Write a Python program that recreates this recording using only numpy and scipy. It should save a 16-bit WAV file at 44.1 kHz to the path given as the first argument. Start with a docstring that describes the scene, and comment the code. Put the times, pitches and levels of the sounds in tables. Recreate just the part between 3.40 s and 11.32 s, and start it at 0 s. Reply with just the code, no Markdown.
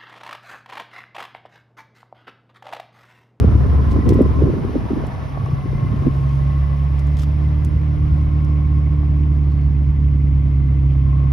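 """Open parking lot: a V8 sports car idles while the microphone moves in through the opening driver's door.
Locked exhaust tones drone at the firing rate over a burble of uneven pulses; noise-made belts and valve gear
whirr in step with the engine, the covers sing as narrow resonances and a thin belt whine follows the speed.
Turbulent noise and short eddies buffet the microphone until the cabin shelters it.
The door clicks once; struck ticks, soft knocks, bumps and sleeve rustles sound close by."""
import sys
import numpy as np
from scipy import signal
from scipy.fft import rfft, irfft, next_fast_len
from scipy.io import wavfile
from scipy.ndimage import uniform_filter1d

SR = 44100
rng = np.random.default_rng(int(sys.argv[2]) if len(sys.argv) > 2 else 0)


def materialize(psi):
    """Save the field psi as 16-bit PCM at rate SR to the path in sys.argv[1].

    A 1-D psi becomes a single channel; in a 2-D psi each row is a channel.
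    """
    bounded = np.clip(np.atleast_2d(psi).T, -1, 1)
    quanta = np.round(bounded * 32767).astype(np.int16)
    wavfile.write(sys.argv[1], SR, quanta)


N = 349272
TIME = np.arange(N) / SR


def from_db(db):
    """Turn decibels into amplitude gain."""
    return 10 ** (np.asarray(db) / 20)


def rms_one(x):
    """Scale to unit power."""
    return x / np.sqrt(np.mean(x ** 2) + 1e-20)


def in_time(rows):
    """Draw each column of an automation curve, sample by sample."""
    seconds, *columns = np.transpose(rows)
    return [np.interp(TIME, seconds, column) for column in columns]


def bell(s, length_s):
    """A smooth rise to 1 and back."""
    return np.exp(-(2 * (TIME - s) / length_s) ** 2)


def plateau(s, length_s):
    """A rise to 1 that holds for a while and falls back."""
    return np.exp(-(2 * (TIME - s) / length_s) ** 4 / 2)


def swells(rows):
    """Add smooth brief rises, one for each row (time [s], length [s], level [dB])."""
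    return sum(from_db(db) * bell(s, length_s) for s, length_s, db in rows)


def drift(rate):
    """Slow random wander with spread 1; a higher rate [Hz] wanders faster."""
    step = 40    # the wander is drawn at every 40th sample, then joined by lines
    r = np.exp(-2 * step * np.pi * rate / SR)
    settle = 2000
    noise = rng.standard_normal(N // step + settle + 2)
    slow = signal.lfilter([1], [1, -2 * r, r * r], noise)[settle:]
    return np.interp(np.arange(N) / step, np.arange(len(slow)), rms_one(slow))


def with_diffuse(x, diffuse_db):
    """A sound shared by both ports, plus diffuse noise that differs between them."""
    return rms_one(rms_one(x) + from_db(diffuse_db) * rng.standard_normal((2, N)))


def stereo_noise(diffuse_db):
    """White noise, partly alike at the two ports."""
    return with_diffuse(rng.standard_normal(N), diffuse_db)


def colour(x, spectrum):
    """Give a signal a smooth spectrum; unit power."""
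    size = next_fast_len(N)
    hz, db = np.transpose(spectrum)
    log_hz = np.log(np.fft.rfftfreq(size, 1 / SR) + 1)
    gain = from_db(np.interp(log_hz, np.log(hz), db, left=-90, right=-90))
    return rms_one(irfft(rfft(x, size) * gain, size)[..., :N])


def evened(x, even_s):
    """Hold a noise at an even strength over the given span."""
    power = uniform_filter1d(np.mean(x ** 2, axis=0), size=int(even_s * SR))
    return x / np.sqrt(power + 1e-12)


def resonate(x, hz, width_hz):
    """Two-pole resonance with gain 1 on top."""
    r = np.exp(-np.pi * width_hz / SR)
    feed = np.array([1, 0, -1]) * (1 - r * r) / 2
    feedback = [1, -2 * r * np.cos(2 * np.pi * hz / SR), r * r]
    return signal.lfilter(feed, feedback, x + 1e-18)


def sing(shaking, hz, width_hz):
    """One resonance kept ringing at an even strength."""
    ringing = resonate(resonate(shaking, hz, width_hz), hz, 4 * width_hz)
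    return evened(ringing, even_s=0.089)


def pan(db):
    """Channel gains for a left-right difference; positive leans left."""
    return from_db(np.array([[db], [-db]]) / 2)


def in_cabin():
    """Share of the way in through the door, 0 to 1."""
    return np.interp(TIME, [1.8, 3.0], [0, 1])


# how far the left microphone port leads the right for sound from the car: (frequency [Hz], lead [rad])
PORT_PHASE = [(0, 0), (180, .15), (300, .9), (500, 1.6), (860, 1.75), (1120, 1.4), (1460, 2.9), (2000, 5.5),
              (2500, 6.2), (3500, 7), (5000, 6.3), (7500, 9.4), (10500, 12.6), (12500, 12.9), (14500, 15.7)]


def at_ports(x):
    """Airborne sound bends round the microphone body and reaches its ports out of step."""
    size = next_fast_len(N)
    lead = np.interp(np.fft.rfftfreq(size, 1 / SR), *np.transpose(PORT_PHASE))
    turn = np.exp(.5j * np.array([lead, -lead]))
    return irfft(rfft(x, size) * turn, size)[:, :N]


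# weaker lines of the exhaust and the belt drive:
# (multiple of the firing rate [ratio], level against the firing tone's curve [dB])
OVERTONES = [(0.499, -24), (.75, -24.5), (1.248, -32), (1.5, -15.5), (2.499, -34.5), (2.75, -33.5),
             (3.001, -28), (3.25, -34), (3.499, -31), (4.5, -33), (4.999, -37.5), (5.999, -46.5),
             (6.169, -39.5), (6.5, -44.5), (6.75, -43), (8.5, -42.5)]
# cabin resonances that lift a line as it slides through: (frequency [Hz], width [Hz], lift [dB])
CABIN = [(111.8, 3.6, 8), (307, 10, 10), (460.4, 5, 6.5)]
# a clean hum two octaves above the firing tone fills the space behind the steering wheel:
# (time [s], level [dB])
HUM = [(0, -42), (3.0, -48.5), (3.5, -46.5), (3.85, -38.5), (5.0, -34.5), (5.9, -33.5), (6.5, -38),
       (7.0, -36), (7.9, -38.5)]


def drone(rate, firings, tone_db, octave_db):
    """Clean exhaust lines, locked to the firings; the weak ones waver with uneven combustion."""
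    angle = 2 * np.pi * firings + 0.041 * drift(27)
    hum_db, = in_time(HUM)
    tone_level_db = tone_db + 0.97 + 0.12 * drift(1.8) + 0.15 * drift(13)
    tone = from_db(tone_level_db) * np.cos(angle)
    octave = from_db(octave_db + 2.0 + 0.18 * drift(30)) * np.cos(2 * angle + np.pi / 3)
    hum = from_db(hum_db + 0.6 * drift(6)) * np.cos(4 * angle)
    # in the cabin the boom leans to the right
    out = tone * pan(-3.0) ** in_cabin() + (octave + hum) * pan(-0.46)
    for multiple, db in OVERTONES:
        line_hz = multiple * rate
        lift_db = sum(peak_db / (1 + (2 * (line_hz - hz) / width_hz) ** 2)
                      for hz, width_hz, peak_db in CABIN)
        line = np.cos(multiple * angle + 2 * np.pi * rng.random() + .2 * drift(5))
        out = out + from_db(tone_db + db + lift_db + 1.1 * drift(8.0)) * line * pan(-0.28)
    return np.sqrt(2) * out    # the levels are RMS


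# tone of the exhaust puffs: (frequency [Hz], relative level [dB])
BURBLE = [(18, -20.5), (30, -14.5), (42, -2), (60, 6), (90, -9.5), (130, 0.5), (155, -0.5), (185, -12.5),
          (230, -6.5), (270, -13.5), (315, -12.5), (350, -20), (405, -36), (520, -38.5), (900, -49.5)]


def burble(firings, tone_db, cylinder_share=0.66, level_db=-11.0):
    """No two firings are alike: each cylinder has its own strength, and chance adds to it."""
    at = np.flatnonzero(np.diff(np.floor(firings)))
    cylinders = rms_one(signal.detrend(rng.standard_normal(size=8), type="constant"))
    pulses = np.zeros(N)
    pulses[at] = cylinder_share * np.resize(cylinders, len(at)) + rng.standard_normal(len(at))
    gas = rng.standard_normal(N) * (1 + 0.17 * np.cos(2 * np.pi * firings))
    puffs = colour(with_diffuse(rms_one(pulses) + 1.2 * gas, diffuse_db=-9), BURBLE)
    # the burble follows the drone's level half way, smoothed over a second
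    nearness_db = .5 * (uniform_filter1d(tone_db, size=SR) + np.median(tone_db))
    return from_db(level_db + nearness_db) * puffs * pan(-1.4)


# short echoes off the glass and trim: (delay [s], level [dB])
REFLECTIONS = [(.0031, -26), (.0068, -9.5), (0.0112, -14.5)]


def reflected(x, sway_s=0.00022):
    """Near surfaces comb the sound; the pattern shifts as the microphone sways."""
    out = x
    for delay_s, db in REFLECTIONS:
        earlier = TIME - delay_s - sway_s * drift(0.36)
        echo = np.array([np.interp(earlier, TIME, side) for side in x])
        out = out + from_db(db) * echo
    return rms_one(out)


# tone of the belts and pulleys: (frequency [Hz], relative level [dB])
WHIRR = [(150, -0.5), (400, 0), (600, 5.5), (850, 0.5), (1100, 3), (1350, -6.5), (1750, -4.5), (2300, -13),
         (3000, -16), (3800, -19.5), (5500, -44.5)]
# tone of their airy top: (frequency [Hz], relative level [dB])
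HISS = [(2000, -9), (3300, 2), (5200, 4.5), (6200, 2), (7200, -13.5), (8500, -6), (10500, -4),
        (12500, -10.5), (15500, -17)]
WHIRR_DB, HISS_DB = -38, -57.5   # before screening
HISS_SCREENING = 1.13   # dB of hiss lost for each dB of screening


def engine_bay(firings, screening_db):
    """Belts and pulleys whirr and hiss; the whirr throbs at one, two and eight firings."""
    half_turn = np.pi * firings     # this throb repeats every second beat of the drone
    beat = 1 + 0.056 * np.cos(half_turn) + 0.18 * np.cos(half_turn / 4) + 0.032 * np.cos(2 * half_turn)
    whirr = colour(reflected(beat * stereo_noise(diffuse_db=2.5)), WHIRR)
    whirr = from_db(WHIRR_DB + screening_db + .5 * drift(3.6)) * whirr
    hiss = colour(stereo_noise(diffuse_db=-10.5), HISS)
    hiss = from_db(HISS_DB + HISS_SCREENING * screening_db + .5 * drift(13)) * hiss
    return whirr * pan(1.2) ** in_cabin() + hiss * pan(0.3)


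# tone of the valve gear: (frequency [Hz], relative level [dB])
VALVES = [(1500, -23.5), (2150, 3.5), (2550, 0.5), (3250, -3.5), (3700, -20), (5000, -29.5)]


def valves(firings, screening_db, level_db=-56.0, screened_share=0.41, coarse_db=3.5, throb_db=-1.4):
    """Valve gear rustles coarsely in step; it also comes through the bulkhead, so is screened less."""
    half_turn = np.pi * firings
    beat_db = throb_db * (np.cos(half_turn) + np.cos(half_turn / 2) + np.cos(half_turn / 4))
    ticking = stereo_noise(diffuse_db=-1.5) * from_db(beat_db + coarse_db * drift(120))
    return from_db(level_db + screened_share * screening_db) * colour(ticking, VALVES) * pan(1.2)


# resonances of the engine covers, always faintly singing: (frequency [Hz], width [Hz], level [dB])
COVERS = [(1075, 36, -64), (1142, 6.7, -60.5), (2040, 37, -61), (2232, 26, -65.5), (2500, 74, -68.5)]
# single resonances stand out where the microphone passes through their loud spots:
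# (time [s], length [s], frequency [Hz], width [Hz], level [dB], diffuse share [dB])
WHINES = [(0.664, 0.75, 1045, 46, -38.5, -0.5), (2.047, 0.27, 1125, 38, -41, -4.5),
          (2.574, 0.62, 1080, 17.5, -42.5, -11), (3.223, 0.55, 1086, 8.7, -43.5, -8.5),
          (5.132, 1, 1083, 23, -48, 0.5), (6.05, 0.57, 1090, 45, -55.5, 5),
          (7.88, 0.44, 1070, 42, -45, 0.5), (0.706, 0.32, 1970, 39, -50, 3),
          (2.33, 0.26, 2060, 8, -52, -12), (2.5, .14, 2040, 15, -57, -14),
          (3.214, 0.33, 1998, 8.2, -54.5, -15), (3.688, .2, 2026, 41, -55, -6),
          (4.203, 0.49, 1995, 20, -62, -6.5), (4.308, 0.76, 2040, 19, -60.5, -1.5),
          (7.147, 0.6, 2087, 43, -61.5, -3), (5.2, 0.92, 2204, 70, -61, -4),
          (6.16, 0.23, 4340, 190, -68, -3.5)]


def covers(firings, throb_db=2.6, slow_throb_db=0.9, cycle_throb_db=-1.0):
    """The covers sing a rough whine that throbs with the engine; now one resonance stands out, now another."""
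    half_turn = np.pi * firings
    throb = rms_one(from_db(throb_db * np.cos(half_turn) + slow_throb_db * np.cos(half_turn / 2)
                            + cycle_throb_db * np.cos(half_turn / 4)))
    far = stereo_noise(diffuse_db=-6.5)
    direct, diffuse = rng.standard_normal(N), rng.standard_normal((2, N))
    out = sum(from_db(db) * sing(far, hz, width_hz) for hz, width_hz, db in COVERS)
    for s, length_s, hz, width_hz, db, diffuse_db in WHINES:
        shaking = direct + from_db(diffuse_db) * diffuse
        out = out + from_db(db) * plateau(s, length_s) * sing(shaking, hz, width_hz)
    return throb * out * pan(4.7) ** in_cabin()


# level of the belt-driven shaft's whine: (time [s], level [dB])
BELT = [(0, -52), (.8, -47), (2.0, -59), (3.4, -64.5), (3.65, -68), (4.3, -54.5), (5.0, -53.5), (5.6, -69),
        (6.1, -79)]
BELT_MULTIPLE = 18.8   # whine cycles per firing


def belt(firings, slip_cycles=0.2, flicker_db=2):
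    """A thin whine that rises and sinks with the idle speed, roughened by belt slip."""
    level_db, = in_time(BELT)
    whine = np.cos(2 * np.pi * (BELT_MULTIPLE * firings + slip_cycles * drift(24)))
    return np.sqrt(2) * from_db(level_db + flicker_db * drift(8.8)) * whine


# the breeze drops behind the open door, flares briefly and dies in the cabin: (time [s], level [dB])
BREEZE = [(0, -14), (1.0, -18.5), (1.35, -24), (1.9, -28), (2.55, -20.5), (2.72, -24.5), (2.9, -26.5),
          (3.3, -31)]
# gusts on top of the breeze, scaled by the growths below: (time [s], length [s], gust strength [dB])
GUSTS = [(0.04, 0.1, 2), (0.556, 0.059, 4.5), (0.685, 0.13, 6.5), (0.816, 0.12, 7.5), (1.048, 0.15, 5.5),
         (1.225, 0.35, 4.5), (1.358, 0.062, 7), (1.547, 0.23, 7), (2.67, 0.05, 9)]
# lulls between them; a negative dip is a slight lift: (time [s], length [s], dip [dB])
LULLS = [(0.183, 0.034, 3.5), (0.47, 0.061, 2.5), (0.626, 0.036, 5.5), (0.848, 0.038, 1.5),
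         (1.337, 0.051, 6), (1.487, 0.027, 20), (2.032, 0.071, -1.5), (2.224, 0.034, 2), (2.552, 0.028, 5)]
# deep tone of the wind: (frequency [Hz], relative level [dB])
RUMBLE = [(15, -22.5), (30, -19.5), (55, 5), (80, 6.5), (120, 4.5), (180, -6.5), (300, -32), (600, -48.5)]
# fluttering tone of the wind: (frequency [Hz], relative level [dB])
FLUTTER = [(80, -17.5), (160, -0.5), (250, 3.5), (320, -2.5), (420, -4.5), (560, -13.5), (750, -18.5),
           (1400, -19), (3000, -58)]
FLUTTER_DB = -11   # against the rumble, without gusts
FLUTTER_GROWTH, RUMBLE_GROWTH = 1.75, 0.27   # dB for each dB of gust


def wind(lumpy_db=2.5, choppy_db=-1.0, gust_top_hz=600):
    """Ragged turbulence at the ports: gusts raise low flutter more than rumble; the cabin shelters both."""
    breeze_db, = in_time(BREEZE)
    gust_db = sum(db * bell(s, length_s) for s, length_s, db in GUSTS)
    lull_db = sum(db * bell(s, length_s) for s, length_s, db in LULLS)
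    choppy = stereo_noise(diffuse_db=0.5) * from_db(choppy_db * drift(41))
    rumble = evened(colour(choppy, RUMBLE), even_s=0.18)
    lumpy = stereo_noise(diffuse_db=2.5) * from_db(lumpy_db * drift(55))
    flutter = evened(colour(lumpy, FLUTTER), even_s=.07)
    # gusts lift only the flutter's low part
    low = signal.sosfiltfilt(signal.butter(3, gust_top_hz, fs=SR, output="sos"), flutter)
    flutter = flutter + (from_db(FLUTTER_GROWTH * gust_db) - 1) * low
    turbulence = from_db(RUMBLE_GROWTH * gust_db) * rumble + from_db(FLUTTER_DB) * flutter
    return from_db(breeze_db - lull_db) * turbulence


# single eddies that hit the microphone: (time [s], strength before the common level [dB], pitch [Hz])
BUFFETS = [(0.045, -4.5, 388), (0.05, -4, 183), (0.154, -9.5, 273), (.16, -1, 106), (0.263, -9, 202.5),
           (0.521, -9, 210), (.589, -7.5, 286), (.664, -5.5, 194), (0.67, -9.5, 366), (.69, -9, 330),
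           (.708, -4, 345), (.716, -3, 110), (0.724, -2.5, 345), (0.758, -5, 343), (0.793, -4.5, 420),
           (0.808, 1, 420), (.814, 3, 244), (.862, -8, 350), (1.023, -4.5, 363), (1.04, -13, 416),
           (1.044, -3, 96), (1.059, -11, 320), (1.087, -6, 294), (1.101, -10.5, 376), (1.14, -8.5, 358),
           (1.17, -9, 282), (1.251, -12, 317), (1.295, -13.5, 344), (1.357, -10.5, 430), (1.364, -8, 255),
           (1.509, -9.5, 322), (1.518, -11, 268), (1.535, -6, 257), (1.564, -17, 129), (1.574, -11, 278),
           (1.64, -14.5, 503), (2.044, -6.5, 112.4), (2.087, -20.5, 415), (2.122, -20, 262),
           (2.137, -6, 126), (2.259, -10, 130), (2.261, -16.5, 322), (2.333, -17.5, 377), (2.356, -10, 144),
           (2.432, -6, 131), (2.449, -17, 290), (2.524, -5, 124), (2.542, -9, 205), (2.623, -14.5, 292),
           (2.671, -5, 292), (2.682, -3, 265)]


def buffets(level_db=-4.0, rise_turns=0.82, fall_turns=1.05, sag=0.081):
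    """An eddy hits abruptly and shakes the pressure for about two cycles, slowing as it passes."""
    out = np.zeros((2, N))
    chances = rng.uniform(-0.94, 1, (len(BUFFETS), 2))
    for (s, db, hz), (phase, lean) in zip(BUFFETS, chances):
        near = slice(max(int((s - 4 / hz) * SR), 0), int((s + 4 / hz) * SR))
        turns = (TIME[near] - s) * hz
        envelope = np.exp(-(turns / np.where(turns < 0, rise_turns, fall_turns)) ** 2)
        eddy = envelope * np.sin(2 * np.pi * (turns - sag * turns ** 2 + phase))
        out[:, near] += from_db(db + level_db) * eddy * pan(3 * lean)
    return out


# soft low bumps while the microphone is moved: (time [s], length [s], level [dB])
BUMPS = [(4.35, 0.14, -20.5), (4.621, 0.16, -20.5), (4.743, 0.055, -15), (4.88, 0.041, -22.5),
         (6.66, 0.099, -29)]
# tone of the bumps: (frequency [Hz], relative level [dB])
BUMP = [(18, -16.5), (36, -2), (60, 6), (110, -3.5), (170, -9), (300, -34), (600, -47.5)]
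# hand and sleeve brushing the trim: (time [s], length [s], level [dB])
RUSTLES = [(.52, 0.049, -51.5), (2.78, 0.65, -60), (3.815, 0.062, -49), (4.78, 0.13, -64),
           (6.12, 0.053, -64)]
# tone of the brushing: (frequency [Hz], relative level [dB])
RUSTLE = [(1000, -18.5), (3000, 4.5), (5500, -2), (10000, -10.5), (15500, -11)]


def handling():
    """Low bumps through the grip and grainy brushes against the trim."""
    thud = evened(colour(stereo_noise(diffuse_db=-11.0), BUMP), even_s=0.14)
    grains = stereo_noise(diffuse_db=-0.5) * from_db(3.6 * drift(150))
    return swells(BUMPS) * thud + swells(RUSTLES) * colour(grains, RUSTLE)


# door click, light ticks of the trim, and one short rattle:
# (time [s], onset strength before the common level [dB], centre [Hz], decay constant [s])
CLICKS = [(.691, -28, 4330, 0.0012), (0.6945, -45, 7450, 0.0025), (.7025, -44, 5000, .003),
          (.733, -41, 1900, 0.0027), (.741, -44.5, 10000, .004), (0.8185, -45, 9000, .003),
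          (1.6677, -46, 7100, 0.0024), (2.0603, -49, 5400, 0.0016), (3.592, -45.5, 4500, 0.0058),
          (3.67, -50, 5000, 0.0037), (3.769, -40, 3100, 0.0035), (3.7885, -40, 3000, .002),
          (3.7945, -37.5, 4700, 0.0041), (3.818, -44, 4470, .002), (3.823, -43, 5300, 0.0027),
          (3.833, -38.5, 1650, 0.0045), (3.8335, -52, 10000, .002), (4.2475, -39, 7040, 0.0031),
          (5.047, -49, 5100, .002)]
# what the door fittings and trim ring with: (frequency [Hz], relative level [dB], 60 dB decay [s])
TRIM = [(1400, 1, 0.022), (3380, 12.5, 0.0088), (4830, 12, 0.031), (5300, 14, 0.019), (6100, 0, 0.017),
        (9400, -9, 0.0047), (11200, -8, .012)]


def clicks(tail_s=0.011, tail_db=-17, ring_db=-7, level_db=-3, diffuse_db=-5):
    """Each contact is a dry gritty crack with a brief ring of the fittings."""
    out, t = np.zeros((2, N)), TIME[:SR // 10]
    for s, db, hz, decay_s in CLICKS:
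        grit = rng.standard_normal(len(t)) + from_db(diffuse_db) * rng.standard_normal((2, len(t)))
        fade = np.exp(-t / decay_s) + from_db(tail_db) * np.exp(-t / tail_s)
        crack = resonate(grit * fade, hz, hz)
        rings = sum(from_db(mode_db) * resonate(crack, mode_hz, np.log(1000) / (np.pi * t60_s))
                    for mode_hz, mode_db, t60_s in TRIM)
        hit = rms_one(crack) + from_db(ring_db) * rms_one(rings)
        at = round(s * SR)
        onset = np.std(hit[:, :SR // 500])    # the level is set on the first 2 ms
        out[:, at:at + len(t)] += from_db(db + level_db) * hit / onset
    return out * pan(0.57)


RUSH_S, RUSH_LENGTH_S, RUSH_DB, RUSH_HZ, RUSH_WIDTH_HZ = 1.61, 0.9, -42, 760, 370


def door_rush():
    """A soft hollow rush of air in the gap of the open door as the microphone passes its edge."""
    air = resonate(stereo_noise(diffuse_db=-3.0), RUSH_HZ, RUSH_WIDTH_HZ)
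    air = resonate(air, RUSH_HZ, 2 * RUSH_WIDTH_HZ)
    return from_db(RUSH_DB + 2.5 * drift(27)) * bell(RUSH_S, RUSH_LENGTH_S) * rms_one(air)


# dull knocks of the trim: (time [s], strength before the low-pass [dB], pitch [Hz])
KNOCKS = [(1.974, -20, 720), (1.984, -36, 620), (2.062, -26, 820), (3.833, -28, 1250), (5.473, -33, 660),
          (5.533, -32, 620), (5.633, -29, 700)]


def knocks(t60_s=.014, tap_hz=1500):
    """A soft tap sets a padded panel ringing for a few cycles."""
    out, t = np.zeros(N), TIME[:SR // 10]
    for s, db, hz in KNOCKS:
        at = round(s * SR)
        out[at:at + len(t)] += from_db(db - 60 * t / t60_s) * np.sin(2 * np.pi * hz * t)
    return signal.sosfilt(signal.butter(2, tap_hz, fs=SR, output="sos"), out)


# idle speed, which hunts a little, rises for a while and sinks back: (time [s], firing rate [1/s])
SPEED = [(0, 70.3), (2.1, 69.2), (2.97, 68.7), (3.2, 70.4), (3.55, 70.2), (3.75, 72.3), (4.3, 74.7),
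         (4.9, 73.7), (5.85, 72.9), (6.4, 71), (6.6, 71.5), (7.35, 68.2), (7.92, 68.4)]
# the exhaust's standing waves along the microphone's path, with a node at the door sill; drone() trims both:
# (time [s], firing tone level [dB], level of its octave [dB])
DRONE = [(0, -17.5, -30.5), (1.05, -19.5, -37), (1.3, -30.5, -41), (1.7, -33, -44.5), (2.05, -41.5, -26.5),
         (2.5, -30, -27), (2.95, -21, -19.5), (3.2, -18.5, -24), (4.2, -19, -24.5), (6.3, -16.5, -23.5),
         (7.85, -17, -20)]
# the engine bay is screened more and more as the microphone enters the cabin, easing at the end:
# (time [s], level change [dB])
SCREENING = [(0, 0.5), (1.5, 0), (2.4, -1.5), (3.7, -2.5), (5.3, -6), (6.9, -8.5), (7.9, -6.5)]


def scene():
    """One engine speed drives exhaust and engine bay; contacts sound close by, wind acts right at the ports."""
    rate, = in_time(SPEED)
    tone_db, octave_db = in_time(DRONE)
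    screening_db, = in_time(SCREENING)
    firings = np.cumsum(rate) / SR    # running count of firings
    exhaust = drone(rate, firings, tone_db, octave_db) + burble(firings, tone_db)
    machinery = engine_bay(firings, screening_db) + valves(firings, screening_db)
    machinery = machinery + covers(firings) + belt(firings)
    air = wind() + buffets() + door_rush()
    contacts = handling() + clicks() + knocks() * pan(3.5)
    return at_ports(exhaust + machinery) + air + contacts


CUTOFF_HZ = 15800


def record(dry):
    """The strongest peaks are rounded off below 0.95; the top is cut steeply."""
    rounded = dry / (1 + (dry / .95) ** 8) ** (1 / 8)
    return signal.sosfilt(signal.cheby2(12, 70, CUTOFF_HZ, fs=SR, output="sos"), rounded)


dry = scene()
out = record(dry)
materialize(out)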